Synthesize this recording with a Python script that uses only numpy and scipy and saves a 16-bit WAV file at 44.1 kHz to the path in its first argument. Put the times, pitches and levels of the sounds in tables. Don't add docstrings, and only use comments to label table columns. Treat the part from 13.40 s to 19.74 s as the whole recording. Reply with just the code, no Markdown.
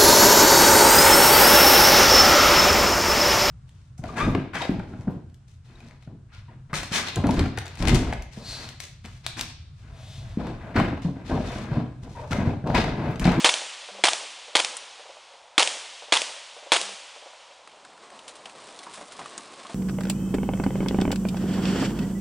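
import sys
import numpy as np
from scipy import signal
from scipy.fft import rfft, irfft
from scipy.io import wavfile

SR = 44100
rng = np.random.default_rng(int(sys.argv[2]) if len(sys.argv) > 2 else 0)


def to_wav(sig):
    pcm = np.clip(np.atleast_2d(sig), -1, 1) * 32767
    pcm = np.round(pcm).astype(np.int16)
    wavfile.write(sys.argv[1], SR, pcm.T)


N = 279808
T = np.arange(N) / SR
AGE = T[:3 * SR]

# (time [s], level [dB], treble [dB], ground bounce [dB], back bank [dB], hills [dB])
SHOTS = [(-0.115, 4, -1.5, -6, -22, -19.5), (0.045, -1, 4.5, -4, -18, -1), (0.6380, -2, 4, -10, -17, -3),
         (1.1524, -3, 3, -3, -14.5, -2.5), (2.1796, -.8, 4, -6.5, -18, -3), (2.7230, -3, 4, -4, -17, -1.5),
         (3.3192, -1.8, 2.5, -5, -19, -4)]
# (frequency [Hz], decay [s], level [dB])
MIC_RESONANCES = [(2340, 0.0022, -9.5), (3300, 0.0015, -6.5), (770, 0.0039, -17), (338, 0.0066, -31)]
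# (delay [s], relative level [dB], decay [s])
NEAR_SLAPS = [(0.0163, -9.5, 0.00073), (.0328, -43, 0.0031), (.0500, -14, 0.0021)]
# (delay [s], relative level [dB])
HILL_ECHOES = [(.172, -31), (.443, -29.5), (0.504, -31), (0.54, -29.5), (.615, -34), (.785, -35.5)]
# (frequency [Hz], relative level [dB])
BAY_TONE = [(50, -25), (150, -38), (220, -22.5), (330, -2), (550, 1.5), (850, 6), (1400, -1.5),
            (2000, -3.5), (2700, -2), (3600, -0.5), (4300, -2.5), (5500, -9), (10000, -12.5)]
SLAP_TONE = [(100, -17.5), (300, -16), (650, 8), (1300, -10), (2200, 11.5), (3400, 6), (4500, 2),
             (6000, 3.5), (10000, -4)]
SIDE_BANK_TONE = [(150, -33.5), (400, -6), (900, 3.5), (1400, -3), (2200, -17), (3500, 3.5), (4300, -26),
                  (6000, -38), (10000, -11.5)]
BACK_BANK_TONE = [(100, -33), (330, -9), (650, 3), (1300, -19), (2000, -8), (3000, 0.5), (4500, -4.5),
                  (6000, -7.5), (10000, -11.5)]
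BANK_RING_TONE = [(35, -78), (60, -40), (107, -58), (175, -18), (606, 1.5), (703, 0), (890, 2), (1460, -3),
                  (2600, -2), (3150, 1), (3820, -2.5), (7410, -5), (10000, -9), (13000, -52), (22000, -120)]
FOREST_TONE = [(200, -35), (500, -11.5), (1000, -10), (1700, -3.5), (2500, 0.5), (3300, 1.5), (4200, -2.5),
               (6500, -7), (10000, -14)]
HILL_KNOCK_TONE = [(150, -41), (380, -16.5), (540, -1.5), (720, -5), (1050, -10.5), (1500, -21),
                   (3000, -24), (8000, -63)]
HILL_ROLL_TONE = [(150, -30), (350, -10), (550, -7), (800, -2), (1100, 4), (1500, -2), (3000, -40),
                  (8000, -70)]
# (frequency [Hz], relative level [dB])
AIR_TONE = [(18, -104), (30, -21.5), (96, -22), (177, -25), (215, -24.5), (385, -15.5), (541, -1),
            (901, -1.5), (970, 0.5), (1180, -13.5), (1270, -7), (1700, -14), (3430, -19.5), (10000, -36),
            (13000, -69), (22000, -120)]
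DIRT_TONE = [(18, -65), (30, -31), (81, -17), (215, -3.5), (385, 0.5), (742, 0.5), (970, -5), (1070, 4.5),
             (1360, -6), (4270, -9), (6780, -15.5), (8440, -14), (10000, -27), (13000, -105), (22000, -120)]
STONE_TONE = [(150, -19), (500, -24.5), (1200, -2.5), (2000, -8.5), (3500, -2.5), (6000, -7.5), (10000, -6)]
SOLE_TONE = [(30, -24), (100, -27), (210, 2.5), (330, -9.5), (700, -8.5), (1200, -11), (2500, -20),
             (8000, -36)]
# (time [s], level [dB], ring [Hz])
CASE_AND_STONE_CLICKS = [(1.368, -28, 8700), (4.274, -38, 1150), (4.450, -42, 1500), (4.791, -41.5, 2870),
                         (5.056, -36, 2880), (5.390, -38, 4200), (5.858, -34, 1200), (5.9787, -31, 7200)]
# (time [s], level [dB], decay [s])
GRAVEL_CRUNCHES = [(4.880, -34, .016), (4.954, -42, 0.015), (5.434, -36, 0.0076), (5.536, -38.5, .05),
                   (5.72, -38, .015), (5.792, -37, 0.011), (5.9788, -25, .002), (6.297, -46, .05)]
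# (time [s], sole thud [dB], ground knock [dB], knock pitch [Hz])
FOOTFALLS = [(4.717, -56, -43, 594), (5.058, -44.5, -49, 700), (5.151, -46.5, -49, 660),
             (5.465, -48, -37.5, 980), (5.575, -44, -40, 700), (5.612, -38, -52, 654),
             (5.791, -40, -35.5, 950), (5.815, -37, -49, 400), (5.977, -38.5, -42, 1110),
             (6.249, -52.5, -40, 1160), (6.295, -43, -40, 709)]

MOVE_START_S, MOVE_RISE_S = 4.22, 1.19


def undb(db):
    return 10 ** (np.asarray(db) / 20)


def noise(size=len(AGE)):
    return rng.standard_normal(size)


def colour(x, tone, size=2048):
    hz, db = np.transpose(tone)
    log_hz = np.log(np.fft.rfftfreq(size, 1 / SR) + 1)
    gain = undb(np.interp(log_hz, np.log(hz), db))
    gain /= np.sqrt(np.mean(gain ** 2))
    cepstrum = irfft(np.log(gain))
    cepstrum[1:size // 2] *= 2
    cepstrum[size // 2 + 1:] = 0
    impulse = irfft(np.exp(rfft(cepstrum)))
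    return signal.fftconvolve(x, impulse)[:len(x)]


def band(x, hz, kind, order=2):
    return signal.sosfilt(signal.butter(order, hz, kind, fs=SR, output="sos"), x)


def burst(delay_s, decay_s):
    return (AGE >= delay_s) * np.exp(-np.abs(AGE - delay_s) / decay_s)


def wander(per_s):
    count = int(N / SR * per_s) + 2
    return np.interp(T * per_s, np.arange(count), noise(count))


def grains(per_s, spread_db, size=len(AGE)):
    hits = rng.random(size) < per_s / SR
    polarity = np.sign(noise(size))
    strength = undb(spread_db * np.minimum(rng.exponential(size=size), 3))
    train = hits * polarity * strength
    return train / train.std()


def resonance(hz, width, size):
    edge = 1 + width / 2
    ringing = band(noise(size), [hz / edge, hz * edge], "band", order=1)
    return ringing / ringing.std()


def add(out, s, sound):
    start = int(round(s * SR))
    sound, start = sound[max(-start, 0):], max(start, 0)
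    out[start:start + len(sound)] += sound[:N - start]


def muzzle_blast(push_s=0.00011, gas_s=0.0032):
    front = undb(-6) * (1 - AGE / push_s) * np.exp(-AGE / push_s)
    ring = sum(undb(db) * np.sin(2 * np.pi * hz * AGE) * burst(0, decay_s)
               for hz, decay_s, db in MIC_RESONANCES)
    gas = undb(-9) * colour(noise() * burst(0, gas_s), BAY_TONE)
    return gas - band(front + ring, 200, "high")


def slap(delay_s, db, decay_s, shock_db, smear_db=-3):
    echo = undb(smear_db) * noise() * burst(delay_s, decay_s)
    echo[int(delay_s * SR)] += undb(shock_db)
    return undb(db) * echo


def posts(count=7, near_s=0.006, far_s=0.05, loss_db_per_s=130):
    cracks = np.zeros(len(AGE))
    for place, strength in rng.random((count, 2)):
        delay_s = near_s + place * (far_s - near_s)
        cracks[int(delay_s * SR)] += undb(-2.5 + 6 * strength - loss_db_per_s * delay_s)
    return colour(cracks, SLAP_TONE)


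def bay(ground, side_delay_s, back_db, back_delay_s=0.0952, leave_s=0.055):
    inside = 1 / (1 + (AGE / leave_s) ** 20)
    scatter = colour(ground * undb(-16) * burst(0.00216, 0.046) * inside, BAY_TONE)
    near = colour(sum(slap(*row, shock_db=13.5) for row in NEAR_SLAPS), SLAP_TONE)
    side = colour(slap(side_delay_s, -12, 0.003, shock_db=17, smear_db=-2), SIDE_BANK_TONE)
    back = colour(slap(back_delay_s, back_db, 0.0021, shock_db=15.5, smear_db=0), BACK_BANK_TONE)
    return scatter + posts() + near + side + back


def banks_and_forest(tree_clumps, banks_decay_s=0.098, forest_decay_s=0.48):
    banks = colour(noise() * burst(0.045, banks_decay_s), BANK_RING_TONE)
    forest = colour(noise() * burst(0.11, forest_decay_s), FOREST_TONE)
    return undb(-27.5) * banks + undb(-41.5 + 0.4 * tree_clumps) * forest


def hills(knock_decay_s=0.018, roll_decay_s=1.0):
    knocks = sum(slap(delay_s, db, knock_decay_s, shock_db=18) for delay_s, db in HILL_ECHOES)
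    roll = noise() * burst(0.039, roll_decay_s)
    return undb(-5) * colour(knocks, HILL_KNOCK_TONE) + undb(-50) * colour(roll, HILL_ROLL_TONE)


def gunfire(split_hz=700, treble_hz=1800):
    out = np.zeros(N)
    hill_echo = hills()
    long_waves = band(grains(6000, 2.4), split_hz, "low")
    tree_clumps = wander(22.2)[:len(AGE)]
    for s, db, treble_db, bounce_db, back_db, hill_db in SHOTS:
        ground = long_waves + band(grains(3500, 5.5), split_hz, "high")
        bounce = colour(slap(0.0031, bounce_db, 0.0014, shock_db=12), BAY_TONE)
        side_delay_s = np.interp(s, [1.2, 2.1], [0.0462, 0.0452])
        shot = muzzle_blast() + bounce + bay(ground, side_delay_s, back_db)
        shot += banks_and_forest(tree_clumps)
        shot += (undb(treble_db) - 1) * band(shot, treble_hz, "high", order=1)
        add(out, s, undb(db) * (shot + undb(hill_db) * hill_echo))
    return out


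def open_air(level_db=-54.5):
    return colour(noise(N), AIR_TONE) * undb(level_db + wander(3.29))


def hum(starts_s=(0.513, 3.416), length_s=0.134, fade_s=0.0037, hz=197.3):
    phase = 2 * np.pi * hz * T
    tone = np.sqrt(2) * (np.sin(phase) + undb(-2.5) * np.sin(2 * phase))
    gate = sum(np.clip(np.minimum(T - s, s + length_s - T) / fade_s, 0, 1) for s in starts_s)
    return undb(-60) * gate * tone


def click(hz, decay_s=0.0044, size=12000):
    ring = resonance(hz, width=0.34, size=size)
    grit = undb(-2.5) * colour(grains(7000, 2.9, size), STONE_TONE)
    return burst(0, decay_s)[:size] * (ring + grit)


def case_and_stones(pebbles_per_s=8, pebble_hz=2000, spread_octaves=0.84, size=12000):
    out = np.zeros(N)
    for s, db, decay_s in GRAVEL_CRUNCHES:
        gravel = colour(grains(7000, 2.8, size), STONE_TONE)
        add(out, s, undb(db) * burst(0, decay_s)[:size] * gravel)
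    for s, db, hz in CASE_AND_STONE_CLICKS:
        add(out, s, undb(db) * click(hz))
    span_s = N / SR - MOVE_START_S
    for when, strength, pitch in rng.random((int(pebbles_per_s * span_s), 3)):
        s = MOVE_START_S + when * span_s
        pebble = click(pebble_hz * 2 ** (spread_octaves * (2 * pitch - 1)))
        add(out, s, movement(s) * undb(-45.5 + 6 * strength) * pebble)
    return out


def movement(t):
    return np.sqrt(np.clip((t - MOVE_START_S) / MOVE_RISE_S, 0, 1))


def shuffle(scuff_db=-47.5, grit_db=-51, uneven_db=2):
    scuff = colour(noise(N), DIRT_TONE) * undb(scuff_db + uneven_db * wander(30))
    grit = colour(grains(3000, 11, N), STONE_TONE) * undb(grit_db + uneven_db * wander(40))
    return movement(T) * scuff + movement(T) ** 2 * grit


def footsteps(decay_s=0.018, size=12000):
    out = np.zeros(N)
    for s, thud_db, knock_db, hz in FOOTFALLS:
        thud = undb(thud_db) * colour(grains(7000, 3.2, size), SOLE_TONE)
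        knock = undb(knock_db) * resonance(hz, width=0.18, size=size)
        add(out, s, burst(0, decay_s)[:size] * (thud + knock))
    return out


def scene():
    mono = gunfire() + footsteps() + case_and_stones() + shuffle() + open_air() + hum()
    return np.tile(mono, (2, 1))


def record(dry, mic_limit=0.67, ceiling=0.7, top_hz=10050, clipped_top_hz=16000):
    def steep_lowpass(x, hz):
        return signal.sosfilt(signal.ellip(10, 0.2, 70, hz, fs=SR, output="sos"), x)

    at_mic = band(dry, top_hz + 1000, "low", order=6)
    saturated = at_mic / (1 + (at_mic / mic_limit) ** 6) ** (1 / 6)
    distortion = band(saturated - at_mic, 320, "high", order=1)
    narrow = steep_lowpass(at_mic + distortion, top_hz)
    clipped = np.clip(narrow, -ceiling, ceiling)
    return steep_lowpass(clipped, clipped_top_hz)


dry = scene()
out = record(dry)
to_wav(out)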